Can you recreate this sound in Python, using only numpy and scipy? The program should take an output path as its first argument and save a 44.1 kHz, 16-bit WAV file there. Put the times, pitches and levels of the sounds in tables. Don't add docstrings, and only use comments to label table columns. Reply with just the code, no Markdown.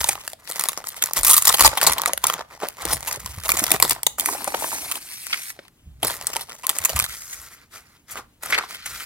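import sys
import numpy as np
from scipy import signal
from scipy.fft import rfft, irfft
from scipy.io import wavfile
from scipy.ndimage import uniform_filter1d

SR = 44100
rng = np.random.default_rng(int(sys.argv[2]) if len(sys.argv) > 2 else 0)


def wav_record(signal):
    frames = np.transpose(np.atleast_2d(signal))
    bounded = np.clip(frames, -1, 1)
    quanta = np.round(bounded * 32767).astype(np.int16)
    wavfile.write(sys.argv[1], SR, quanta)


N = 399105
FREQS = np.maximum(np.arange(N // 2 + 1) * SR / N, 1)
TIME = np.arange(N) / SR


def undb(db):
    return 10 ** (np.asarray(db) / 20)


def unit(x):
    return x / np.sqrt(np.mean(x ** 2) + 1e-20)


def read(points, hz):
    f, value = np.transpose(points)
    return np.interp(np.log(hz), np.log(f), value)


def noise(spectrum):
    white = rfft(rng.standard_normal(N))
    return unit(irfft(white * undb(read(spectrum, FREQS)), N))


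def walk(rate):
    knots = rng.standard_normal(N // 40)
    return np.interp(TIME * rate, np.arange(len(knots)), knots)


def ring(x, hz, q):
    return signal.lfilter(*signal.iirpeak(min(hz, SR / 3), max(q, 1), fs=SR), x)


def add(track, s, sound):
    start = int(np.clip(s * SR, 0, N - 1))
    track[start:start + len(sound)] += sound[:N - start]


def envelope(moves, attack_s, release_s):
    t = TIME[::40]
    start, length, db = np.transpose(moves)[:, :, None]
    swell = (np.minimum(t - start, 0) / attack_s) ** 2
    fade = np.maximum(t - start - length, 0) / release_s
    power = (undb(db) * np.exp(-swell - fade)) ** 2
    return np.interp(TIME, t, np.sqrt(np.sum(power, axis=0)))


def response(spectrum, band, size=1024):
    hz = np.maximum(np.arange(size // 2 + 1) * SR / size, 1)
    edges = np.sqrt((1 + (band[0] / hz) ** 10) * (1 + (hz / band[1]) ** 10))
    gain = undb(read(spectrum, hz)) / edges
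    cepstrum = irfft(np.log(gain + 1e-4 * gain.max()))
    cepstrum[1:size // 2] *= 2
    cepstrum[size // 2 + 1:] = 0
    return irfft(np.exp(rfft(cepstrum)))


def band_levels(db, brightness_db, crack_db=0):
    return db - brightness_db / 2, db + crack_db, db + brightness_db / 2


# frequency_hz, relative_level_db
ROOM_TONE = [(15, -40.5), (25, -0.5), (87, 2), (301, -6.5), (516, -16), (677, -16.5), (5280, -27),
             (11900, -25.5), (16000, -28.5)]
ROOM_TONE_DB = -60


def room_tone():
    return noise(ROOM_TONE) * undb(ROOM_TONE_DB)


# low_edge_hz, high_edge_hz
BANDS = [(150, 1600), (1600, 6000), (6000, 17000)]


def snaps(table, spectrum, facet_hz, facet_q, facet_db, pitch_spread, ragged_db, stretch, gather,
          trim_db, size=1800):
    out, t = np.zeros(N), np.arange(size) / SR
    colours = [response(spectrum, band) for band in BANDS]
    span, buckle_gap_s, buckle_s, between = .009 * SR, .0035, .0013, .25
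    flutter = undb(-24) * np.exp(-t / .009)
    for s, *levels_db, decay_ms, panel_hz in table:
        ragged = undb(ragged_db * np.repeat(rng.standard_normal(size // 20), 20))
        age = t * 1000 / (stretch * max(decay_ms, .5))
        starts = np.append(0, np.cumsum(buckle_gap_s * (.5 + rng.random(20))))
        latest = starts[np.searchsorted(starts, t, "right") - 1]
        jolts = between + np.exp(-(t - latest) / buckle_s)
        push = ragged * jolts * (1 - .8 * np.exp(-age / gather)) * np.exp(-age ** 1.5)
        for colour, hz, spread, ring_db, db, trim in zip(
                colours, [panel_hz, *facet_hz], pitch_spread, facet_db, band_levels(*levels_db), trim_db):
            grain = rng.standard_normal(size)
            facets = sum(ring(push * grain, hz * np.exp(spread * z), facet_q)
                         for z in rng.uniform(-1.9, 1.97, 2))
            sound = signal.fftconvolve((push + flutter) * grain + undb(ring_db) * facets, colour)
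            add(out, s, sound * undb(db + trim) * np.sqrt(span / np.sum(sound ** 2)))
    return out


def crackle(rate, spread_db, facet_hz, facet_q, decay_s, size=384):
    count = int(rate * N / SR)
    when, big, pitch = rng.random((count, 3)).T
    grains = rng.standard_normal((count, size)) * np.exp(-np.arange(size) / SR / decay_s)
    hz = np.maximum(np.arange(size // 2 + 1) * SR / size, 1)
    detune = hz / (facet_hz * 2 ** (pitch[:, None] - .5))
    grains = irfft(rfft(grains) / (1 + 1j * facet_q * (detune - 1 / detune)))
    grains *= undb(-spread_db * np.log(np.maximum(big, .02)))[:, None]
    places = (when * (N - size)).astype(int)[:, None] + np.arange(size)
    return unit(np.bincount(places.ravel(), grains.ravel(), N))


def rustle(moves, spectrum, tick_rate, pop_rate, pop_hz, pop_db, spread_db, decay_s, hiss_db, catch_db,
           trim_db, attack_s, release_s, size=3000):
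    ticks = crackle(tick_rate, spread_db, 4000, 0, decay_s)
    pops = crackle(pop_rate, .7 * spread_db, pop_hz, 5, .001)
    catch = walk(60)
    out = np.zeros(N)
    for k, band in enumerate(BANDS):
        hiss = rng.standard_normal(N) * undb(catch_db * (catch + walk(18)))
        rough = ticks + undb(hiss_db[k]) * hiss
        sound = unit(signal.oaconvolve(rough, response(spectrum, band))[:N])
        if k == 0:
            sound = sound + undb(pop_db) * pops
        sound = sound / np.sqrt(uniform_filter1d(sound ** 2, size) + 1e-9)
        band_moves = [(s, length, band_levels(*levels_db)[k]) for s, length, *levels_db in moves]
        out += sound * undb(trim_db[k]) * envelope(band_moves, attack_s, release_s)
    return out


def shimmer(x, patchy_db, size=256):
    bands = signal.stft(x, nperseg=size)[2]
    patches = uniform_filter1d(rng.standard_normal(bands.shape), size=4, axis=0)
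    patches = unit(uniform_filter1d(patches, size=5, axis=1))
    return signal.istft(bands * unit(undb(patchy_db * patches)))[1][:N]


def lesser_snaps(moves, over_db, spread_db, brightness_db, colour_spread_db, decay_ms, panel_hz,
                 panel_spread, count):
    start, length, db, bright, *_ = np.transpose(moves)
    ends = np.cumsum(length)
    when = (np.arange(count) + rng.random(count)) / count * ends[-1]
    k = np.minimum(np.searchsorted(ends, when), len(ends) - 1)
    strength, colour, slowness, pitch = rng.standard_normal((count, 4)).T
    return np.transpose([start[k] + ends[k] - when,
                         db[k] + over_db + spread_db * strength,
                         bright[k] + brightness_db + colour_spread_db * colour,
                         decay_ms * np.exp(slowness / 2),
                         panel_hz * np.exp(panel_spread * pitch)])


# start_s, length_s, level_db, brightness_db (sizzle over flap)
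FLEXES = [(0.0, .02, -27.5, 4.5), (.055, .075, -34, 5), (.15, .11, -49, 1.5), (.27, .05, -48, 12),
          (.41, 0.065, -56, -2), (.465, .02, -56, 9), (.49, 0.046, -37, 7), (.57, .1, -35.5, 4),
          (.69, .05, -41, 3), (.77, .05, -45, -3.5), (.87, .13, -44, 5), (1.03, .07, -38, 1.5),
          (1.17, 0.038, -27.5, 7), (1.26, .12, -25, 16.5), (1.41, .17, -34.5, 12.5), (1.475, .05, -28, 7),
          (1.6, .07, -23, 8), (1.7, .1, -38.5, -3.5), (1.815, .095, -28, -6.5), (1.93, .19, -42, -12),
          (2.25, .08, -34, 0), (2.35, .07, -43, -17), (2.51, .06, -50, -11), (2.622, .055, -39.5, -6.5),
          (2.7, .1, -53.5, 1), (2.895, .045, -31, -0.5), (2.8, .08, -39.5, -7.5), (2.96, .21, -41.5, 2.5),
          (3.2, .23, -45, 4), (3.08, 0.076, -39, 0), (3.455, 0.032, -33.5, 4.5), (3.5, .19, -31.5, 5),
          (3.715, .04, -28.5, -2.5), (3.827, .03, -31.5, 7), (3.9, 0.028, -30, 10.5), (3.95, .06, -58, -26),
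          (6.045, .06, -31.5, 1), (6.12, .04, -35.5, 6.5), (6.2, .11, -42.5, -0.5), (6.335, .08, -40, 0),
          (6.44, .19, -53, 5), (6.505, .03, -45.5, -7), (6.695, .02, -37, 1), (6.74, .19, -38.5, 4),
          (6.96, .09, -35, 4)]
# start_s, level_db, brightness_db (sizzle over flap), decay_ms, panel_pitch_hz
SLEEVE_SNAPS = [(0.0418, -23.5, 4.5, 1.1, 950), (0.088, -19.5, 8, 1.86, 690), (0.1532, -38, -8, 0.83, 920),
                (0.2774, -32.5, 4.5, 0.69, 1520), (0.3324, -39, 0, 0.45, 670), (0.5129, -37, 11, 0.5, 1130),
                (0.521, -38, 13, 0.7, 1300), (0.595, -26.5, 10.5, 1.1, 1020), (0.6095, -30, 9, 1, 1190),
                (0.6376, -27.5, 11, 1, 1260), (0.6868, -24.5, 12, 0.39, 1090), (0.692, -30.5, 8, 0.5, 1210),
                (0.775, -34, -2.5, 0.59, 1410), (0.8407, -42.5, -12, 0.35, 1260),
                (0.8701, -38.5, 9, 0.4, 1150), (0.884, -43, 31.5, 2.3, 1130), (1.023, -25.5, 10, 1, 1455),
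                (1.038, -28, 14, 1, 950), (1.059, -38, 23, 0.5, 1110), (1.1102, -40.5, -13, 0.7, 1040),
                (1.134, -33.0, 23, 0.41, 890), (1.165, -25.5, 10.5, 5.4, 980),
                (1.1785, -33, 16.5, 0.7, 895), (1.1933, -34.5, 9.5, 1.5, 1130),
                (1.4525, -22.5, 17, 1.8, 1040), (1.4712, -19.5, 12.5, 1.1, 830),
                (1.478, -16.5, 13.5, 1.4, 1010), (1.4905, -16, 6, 2.1, 1030), (1.541, -20, 5.5, 2.4, 980),
                (1.593, -19, 3, 2.5, 1090), (1.607, -10.5, 4.5, 1.1, 1110), (1.634, -24, 2, 2.6, 1100),
                (1.647, -13.5, -5.5, 1.9, 980), (1.655, -11.5, 3, 2.9, 990), (1.676, -21.5, 5.5, 1.0, 640),
                (1.772, -22, -2, 3.2, 920), (1.8135, -25, 7.5, 1.7, 1110), (1.831, -26, 15.5, 0.5, 975),
                (1.8365, -27.5, 14.5, 1.1, 1100), (1.866, -13, 5, 4.1, 950),
                (1.8971, -31.5, 13.5, 0.4, 940), (1.919, -25.5, 10, 2.2, 960), (1.933, -29, 12, 1.3, 990),
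                (1.9817, -26.5, 1, 1.7, 1090), (1.9966, -38, -24, 0.4, 970), (2.0175, -28, 8.5, 0.42, 1050),
                (2.0354, -33.5, -11, 0.81, 1020), (2.059, -20, 1.5, 0.34, 1100), (2.075, -26, 1, 2.5, 700),
                (2.1335, -25.5, 6, 0.41, 610), (2.176, -31, 9.5, 0.8, 1390),
                (2.2392, -19.5, -3.5, 1.4, 1040), (2.268, -28, 24.5, 1.2, 1110),
                (2.2986, -25, -8, 0.8, 1220), (2.334, -28.5, 2.5, 1.8, 1100), (2.629, -36.5, -19.5, 4, 910),
                (2.686, -36, 15, 0.43, 890), (2.8187, -39, 6, 2, 915), (2.852, -30, 9, 1.2, 765),
                (2.9063, -26.5, 3, 6.3, 950), (2.926, -25, 16, 6, 724), (3.073, -26.5, 6, 5.0, 1050),
                (3.128, -38, 23, 0.59, 1240), (3.142, -42.5, 1.5, 1.6, 1430),
                (3.26, -33.5, 2.5, 1.14, 1040), (3.4491, -32.5, 5, 4.9, 623), (3.4912, -20, 2.5, 1.2, 1200),
                (3.5025, -32.5, 20, 0.5, 1100), (3.518, -24, 13, 1, 1160), (3.569, -28, 9.5, 2.1, 820),
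                (3.5926, -32, 22.5, 1.1, 1000), (3.639, -24.5, 9, 1.1, 735), (3.7053, -28, 6, 1, 734),
                (3.716, -16.5, 16.5, 0.92, 696), (3.736, -27.5, -2, 3.5, 890), (3.8, -24.5, 7.5, 0.84, 834),
                (3.8244, -9, 8.5, 0.89, 980), (3.8498, -27, -3, 0.9, 780), (3.896, -30.5, 24, 0.42, 795),
                (3.9074, -22.5, 11.5, 1.5, 1090), (3.92, -35, 8, 1.3, 720), (4.0318, -32, 15.5, 0.38, 820),
                (4.066, -19, 10.5, 1.4, 874), (4.183, -40, 23.5, 3.6, 1000), (4.197, -28.5, 20, 0.9, 665),
                (4.207, -35.5, 21, 0.8, 684), (4.2588, -25, 13.5, 0.59, 1340),
                (4.4433, -37.0, 21, 0.43, 940), (4.475, -35, 12, 2.7, 804), (4.544, -30, -9, 1.7, 780),
                (4.9136, -29, 8.5, 1.9, 1310), (4.9217, -37, 17, 0.43, 1150), (4.9551, -36, 5, 0.93, 1114),
                (6.029, -25, 3, 1.66, 788), (6.0477, -30, 14, 0.97, 550), (6.067, -31, 20, 6.3, 1230),
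                (6.212, -39, 1.0, 0.42, 895), (6.269, -30.5, 21.5, 1.1, 1250), (6.3327, -40, 5, 0.6, 1380),
                (6.3595, -32, -7.5, 1.6, 1040), (6.366, -27, 3, 0.4, 1050), (6.4066, -35.5, 7, 5.9, 820),
                (6.6324, -34.5, -8, 6.1, 1190), (6.6676, -30, 20, 0.37, 1050),
                (6.6932, -22.5, 10, 0.5, 1170), (6.6975, -28, 19, 0.6, 1100),
                (6.786, -32.5, 19, 0.43, 1210), (6.849, -21.5, 14.0, 3.1, 1190),
                (6.892, -27.5, 2, 3.5, 630), (6.9318, -37, -2.8, 0.71, 840), (6.961, -26, 3.5, 2.2, 1140),
                (6.9905, -27, 11.5, 0.8, 990), (6.999, -24, 7, 0.46, 1390), (7.008, -38, 15, 0.4, 1100),
                (7.024, -33.5, 12, 0.43, 930), (7.0412, -35, 14, 0.4, 1070), (7.0625, -40, -3, 0.6, 1350)]
# start_s, level_db, decay_ms
FLAP_RIPS = [(1.2322, -25, 1.1), (1.248, -24.5, 1), (1.266, -22, 1.7), (1.27, -25.5, 1.2), (1.28, -20, 1.2),
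             (1.298, -17.5, 1.4), (1.305, -22, 1.2), (1.31, -15.5, 1), (1.317, -20.5, 1.8),
             (1.3321, -18.5, 0.93), (1.339, -17.5, 2), (1.366, -18.5, 1.5), (1.379, -15, 0.71),
             (1.4215, -26.5, 1.2)]
RIP_BRIGHTNESS_DB, RIP_CRACK_DB, FLAP_HZ = 14, -4.5, 1170
# frequency_hz, relative_level_db
SLEEVE_COLOUR = [(71, -40), (120, -6.5), (220, -14), (393, -8.5), (569, -4.5), (850, -5), (1200, -4.5),
                 (1600, -11.5), (1950, -4), (2750, -13), (3400, -11), (4900, -10.5), (6300, -10),
                 (9990, -5), (15000, -8.5), (16000, -13.5)]
FLAP_COLOUR = [(300, -14.5), (1200, -1.5), (1700, -15.5), (4000, -4.5), (7700, -7), (8600, 1.5),
               (16000, -5.5)]


def sleeve():
    lesser = lesser_snaps(FLEXES, over_db=-10.5, spread_db=3.5, brightness_db=-5.5, colour_spread_db=5,
                          decay_ms=0.5, panel_hz=1050, panel_spread=0.37, count=100)
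    film = dict(facet_hz=[4000, 9500], facet_q=9, facet_db=[12, 9, 4], pitch_spread=[.08, .28, .22],
                ragged_db=3.0, stretch=2.94, gather=0.2, trim_db=[1, -.5, 0.5])
    creases = snaps([*SLEEVE_SNAPS, *lesser], SLEEVE_COLOUR, **film)
    rip_rows = [(s, db, RIP_BRIGHTNESS_DB, RIP_CRACK_DB, decay_ms, FLAP_HZ) for s, db, decay_ms in FLAP_RIPS]
    rips = snaps(rip_rows, FLAP_COLOUR, **film)
    fine = rustle(FLEXES, SLEEVE_COLOUR, tick_rate=420, pop_rate=160, pop_hz=1090, pop_db=-1, spread_db=5,
                  decay_s=.0012, hiss_db=[-14, -13, -10], catch_db=8.5, trim_db=[-2, -3.5, -2],
                  attack_s=0.021, release_s=0.011)
    return creases + rips + fine


# start_s, peak_db, pitch_hz, decay_ms
BUMPS = [(.004, -31, 70.4, 27), (1.186, -31, 39, 64), (1.488, -32.5, 126.6, 7.3), (1.637, -28.5, 63.4, 29),
         (1.894, -31.5, 74, 20), (2.861, -33.5, 66, 50), (2.932, -31.5, 140, 31), (3.174, -36.5, 120, 12),
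         (3.237, -34.5, 85, 38), (3.297, -35, 84.3, 13), (3.373, -26.5, 93, 17), (3.74, -27.5, 136.6, 11),
         (3.828, -37.5, 92, 20), (5.866, -35.5, 72, 50), (6.035, -33, 109.7, 30), (6.8, -36, 90, 21),
         (6.948, -20.5, 72, 20), (7.085, -42.5, 70.5, 21), (7.39, -44, 69.8, 22)]
# start_s, length_s, level_db
SHOVES = [(.06, 0.1, -48), (1.2, .09, -46), (1.33, 0.21, -49), (1.62, 0.055, -30.5), (1.85, 0.1, -47),
          (2.0, 0.43, -54), (2.86, 0.094, -36.5), (3.0, 0.25, -47.5), (3.23, 0.21, -43), (3.48, 0.44, -42),
          (3.9, 0.99, -54), (5.85, 0.068, -46.5), (5.97, 0.14, -47), (6.15, 0.28, -51.5),
          (6.95, 0.076, -35.5), (7.08, 0.49, -60), (8.14, 0.1, -51.5), (8.48, 0.091, -48), (8.87, 0.1, -50)]
# frequency_hz, relative_level_db
PARCEL_COLOUR = [(13, -40.5), (22, -23.5), (65, 1.5), (92, -9.5), (121, -1.5), (166, -17), (220, -17),
                 (290, -37.5), (480, -120)]


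def parcel(shift_db=-3, rise_s=.004, sag=0.43, overtone=2.0, overtone_db=-7):
    out = noise(PARCEL_COLOUR) * envelope(SHOVES, attack_s=0.021, release_s=0.03) * undb(shift_db)
    t = TIME[:SR // 2]
    for s, db, hz, decay_ms in BUMPS:
        fade = np.exp(-t * 1000 / decay_ms)
        phase = 2 * np.pi * np.cumsum(hz * (1 + sag * (fade - .5))) / SR
        tones = np.sin(phase) + undb(overtone_db) * fade * np.sin(overtone * phase)
        thud = (1 - np.exp(-(t / rise_s) ** 2)) * fade * tones
        add(out, s, undb(db) * thud / np.abs(thud).max())
    return out


# start_s, peak_db, pitch_hz, decay_ms
ROUND_KNOCKS = [(0.177, -27.5, 1050, 2.4), (0.656, -22, 1120, 1.3), (.802, -31.5, 704, 1.5),
                (1.503, -11, 1220, 1.9), (1.731, -15.5, 880, 3.1), (1.967, -21.5, 1050, 2.1),
                (2.094, -15.5, 900, 2), (2.252, -13.5, 1150, 2.2), (2.408, -19, 960, 2.2),
                (2.621, -18, 764, 2.4), (2.631, -18, 582, 3.4), (2.647, -22, 720, 2.8),
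                (2.852, -21, 450, 3), (2.906, -20, 980, 2.5), (2.925, -21, 630, 1.9),
                (3.171, -29, 557, 2.3), (3.537, -27, 326, 4), (3.618, -21, 300, 2.9),
                (3.71, -24.5, 322, 14), (3.738, -21, 403, 6.2), (3.832, -26, 360, 10),
                (3.916, -27.5, 410, 2.6), (3.962, -25, 890, 1.4), (4.184, -20.5, 1090, 0.85),
                (4.228, -40, 1020, 2), (4.287, -13.5, 1000, 3.1), (4.331, -24, 895, 2.8),
                (4.347, -22.5, 780, 5), (4.42, -25, 990, 1.8), (4.474, -15, 810, 2.8),
                (4.5435, -10.5, 830, 1.9), (4.58, -30, 750, 2), (4.623, -16.5, 840, 0.51),
                (4.642, -15.5, 890, 0.99), (4.684, -31, 870, 2), (4.728, -19, 875, 3.8),
                (5.341, -23, 1650, 1.5), (5.589, -30.5, 537, 2), (6.028, -20.5, 607, 3.4),
                (6.031, -23.5, 303, 6.8), (6.049, -28, 446, 6.6), (6.3, -31, 610, 1.4),
                (8.53, -13, 2050, 4.3), (8.594, -15, 1320, 2.5), (8.609, -21, 1120, 1.8),
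                (8.637, -21.5, 1050, 2.7)]
# multiple_of_pitch (ratio), level_db
KNOCK_MODES = [(.42, -7), (0.761, 3), (1, 6.5), (1.36, -11)]


def round_knocks(q=5, rise_ms=0.39, linger_db=-24, linger_ms=12, size=2600):
    out, ms = np.zeros(N), np.arange(size) / (SR / 1000)
    for s, db, hz, decay_ms in ROUND_KNOCKS:
        fade = np.exp(-ms / decay_ms) + undb(linger_db) * np.exp(-ms / linger_ms)
        push = rng.standard_normal(size) * (1 - np.exp(-ms / rise_ms)) * fade
        sound = sum(undb(mode_db) * unit(ring(ring(push, hz * ratio, q), hz * ratio, 1))
                    for ratio, mode_db in KNOCK_MODES)
        add(out, s, undb(db) * sound / np.abs(sound).max())
    return out


# start_s, length_s, level_db, brightness_db (sizzle over flap), crack_db (middle band over the others)
SLIDES = [(4.19, 0.4, -38, -1.5, -6.5), (4.255, 0.089, -38.5, 12.5, -5), (4.6, .15, -36, 8.5, -4.5),
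          (4.754, 0.22, -39, 6.5, -2), (5.01, 0.12, -51, 14, 3), (5.1, 0.18, -52, 21.5, 6.5),
          (5.299, 0.079, -44, 10, 5), (5.393, .11, -50, 23.5, 7.5), (5.53, 0.13, -63, -8, 3.5)]
# frequency_hz, relative_level_db
SLIDING_COLOUR = [(120, -18.5), (300, 0), (500, -7), (850, -5.5), (1200, -8.5), (1690, -15), (2250, -11),
                  (3100, -19.5), (4300, -14), (7400, -21.5), (8500, -14.5), (12500, -17.5), (16000, -25)]


def sheet():
    slides = rustle(SLIDES, SLIDING_COLOUR, tick_rate=330, pop_rate=69, pop_hz=890, pop_db=3, spread_db=2.0,
                    decay_s=0.0031, hiss_db=[-7, -1, 3], catch_db=1.5, trim_db=[-1, -.5, 1],
                    attack_s=0.008, release_s=0.017)
    return shimmer(slides, patchy_db=2)


# start_s, level_db, brightness_db (sizzle over flap), crack_db (middle band over the others), decay_ms
PAPER_FLICKS = [(5.267, -40, 15, 1, 0.45), (5.3282, -40, -3, 16.5, 1.04), (5.3411, -38, 1, 9.5, 0.91),
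                (5.502, -44, 13, 5, 0.65), (5.5902, -61.5, -4, 20.5, 0.85), (5.681, -59, 8, 5, 0.53),
                (7.3276, -45, 21, 6, 3.6), (8.1091, -41, 18, -10.5, 3.8), (8.168, -39.5, 0, 5.5, 3.5),
                (8.425, -42, 6, -3, 2), (8.4336, -36, 7.5, -4, 0.63), (8.4571, -33.5, 3.5, -8.5, 1.1),
                (8.502, -33.5, 6, 4, 1.3), (8.523, -32.5, -9, 14.5, 1.6), (8.53, -35.5, 2, 16.5, 4.1),
                (8.544, -40, 6, 19.5, 1.7), (8.5783, -35, -8, 8.5, 1.1), (8.584, -29, -8, 4, 1.06),
                (8.8591, -35.5, 12.5, 3.5, 1.4), (8.9997, -48.5, 15, 15, 1.66)]
# start_s, length_s, level_db, brightness_db (sizzle over flap), crack_db (middle band over the others)
PAGE_RUBS = [(7.1, 0.051, -44.5, 11.5, 2.5), (7.17, 0.15, -51, 16, 1.5), (7.32, 0.134, -50, 11, 0),
             (7.45, 0.1, -54, 6.5, 2), (7.58, 0.058, -62.5, -1.5, 5.5), (7.745, 0.035, -47.5, 3, 2),
             (7.82, 0.15, -65, 0, 3), (8.11, 0.031, -49, 5.5, 5), (8.17, 0.022, -43, -13, -4),
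             (8.45, 0.077, -42.5, 0.5, 1.5), (8.525, 0.068, -43, -13, 3), (8.61, 0.039, -48, -3, 7),
             (8.705, 0.045, -44.5, 4, 3), (8.78, 0.12, -59, 7, 12.5), (8.875, 0.16, -45.5, 10.5, 5.5)]
# frequency_hz, relative_level_db
PAPER_COLOUR = [(120, -21), (220, -13), (420, -7), (900, -7.5), (1350, -0.5), (1700, -10), (2050, -7.5),
                (2700, -16), (5000, -15.5), (7000, -18), (12000, -17), (16000, -23)]
PAGE_HZ = 1150


def paper():
    pages = rustle(PAGE_RUBS, PAPER_COLOUR, tick_rate=650, pop_rate=250, pop_hz=1040, pop_db=-6.5,
                   spread_db=3.0, decay_s=0.00074, hiss_db=[2, 1, 2], catch_db=2.4, trim_db=[0, 0, 0],
                   attack_s=0.023, release_s=0.019)
    flicks = snaps([(*flick, PAGE_HZ) for flick in PAPER_FLICKS], PAPER_COLOUR, facet_hz=[2000, 8500],
                   facet_q=1.25, facet_db=[8, 18, 0], pitch_spread=[.12, .12, .12], ragged_db=0.5,
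                   stretch=4.64, gather=0.95, trim_db=[1, 0, 0])
    return shimmer(pages, patchy_db=1.5) + flicks


def room(x, wet_db, t60_s, treble_t60_s, damp_hz, gap_s):
    t = TIME[:SR // 2]
    low_pass = signal.butter(2, min(damp_hz, SR / 3), fs=SR, output="sos")
    high_pass = signal.butter(2, min(damp_hz, SR / 3), "high", fs=SR, output="sos")
    low = signal.sosfilt(low_pass, rng.standard_normal(len(t))) * np.exp(-np.log(1000) * t / t60_s)
    treble = signal.sosfilt(high_pass, rng.standard_normal(len(t)))
    treble = treble * np.exp(-np.log(1000) * t / treble_t60_s)
    tail = (low + treble) * (1 - np.exp(-(t / gap_s) ** 2))
    return undb(wet_db) * signal.oaconvolve(x, tail / np.sqrt(np.sum(tail ** 2)))[:N]


# frequency_hz, side_minus_mid_db
WIDTH = [(60, -23), (200, -7.5), (700, -8.5), (1250, -8), (2400, 3), (4400, 2), (8100, 3), (15000, -22.5)]
SLIDE_WIDTH = [(60, -15.5), (110, -19), (200, -10.5), (380, -16), (700, -5.5), (1290, -2.5), (2380, 5.5),
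               (4400, 3), (8120, 2), (15000, -24)]
# frequency_hz, left_minus_right_db
TILT = [(700, -.5), (1300, -.5), (2400, 1), (4400, 2.5), (8100, 0)]


def ports(x, width):
    direct, scatter_s, shifts_per_s = .55, .0007, 24
    t = TIME[:SR // 200]
    scattered = np.zeros(N)
    for _ in range(4):
        desk = rng.standard_normal(len(t)) * np.exp(-t / scatter_s)
        reflected = signal.oaconvolve(x, desk / np.sqrt(np.sum(desk ** 2)))[:N]
        scattered += .5 * walk(shifts_per_s) * reflected
    mid = rfft(x)
    side = np.sqrt(1 - direct ** 2) * rfft(scattered) - 1j * direct * mid
    side = undb(read(width, FREQS)) * side
    tilt = undb(read(TILT, FREQS) / 2)
    return np.array([irfft((mid + side) * tilt, N), irfft((mid - side) / tilt, N)])


def scene():
    background = room_tone()
    centre = sleeve() + parcel() + round_knocks() + paper()
    aside = sheet()
    walls = np.array([room(centre + aside, wet_db=-16, t60_s=.3, treble_t60_s=.21, damp_hz=6500, gap_s=0.004)
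                      for _ in range(2)])
    return ports(centre + background, WIDTH) + ports(aside, SLIDE_WIDTH) + walls


TOP_HZ = 16100


def record(dry):
    rounded = dry / (1 + np.abs(dry / .95) ** 6) ** (1 / 6)
    return signal.sosfilt(signal.ellip(8, .2, 70, TOP_HZ, fs=SR, output="sos"), rounded)


dry = scene()
out = record(dry)
wav_record(out)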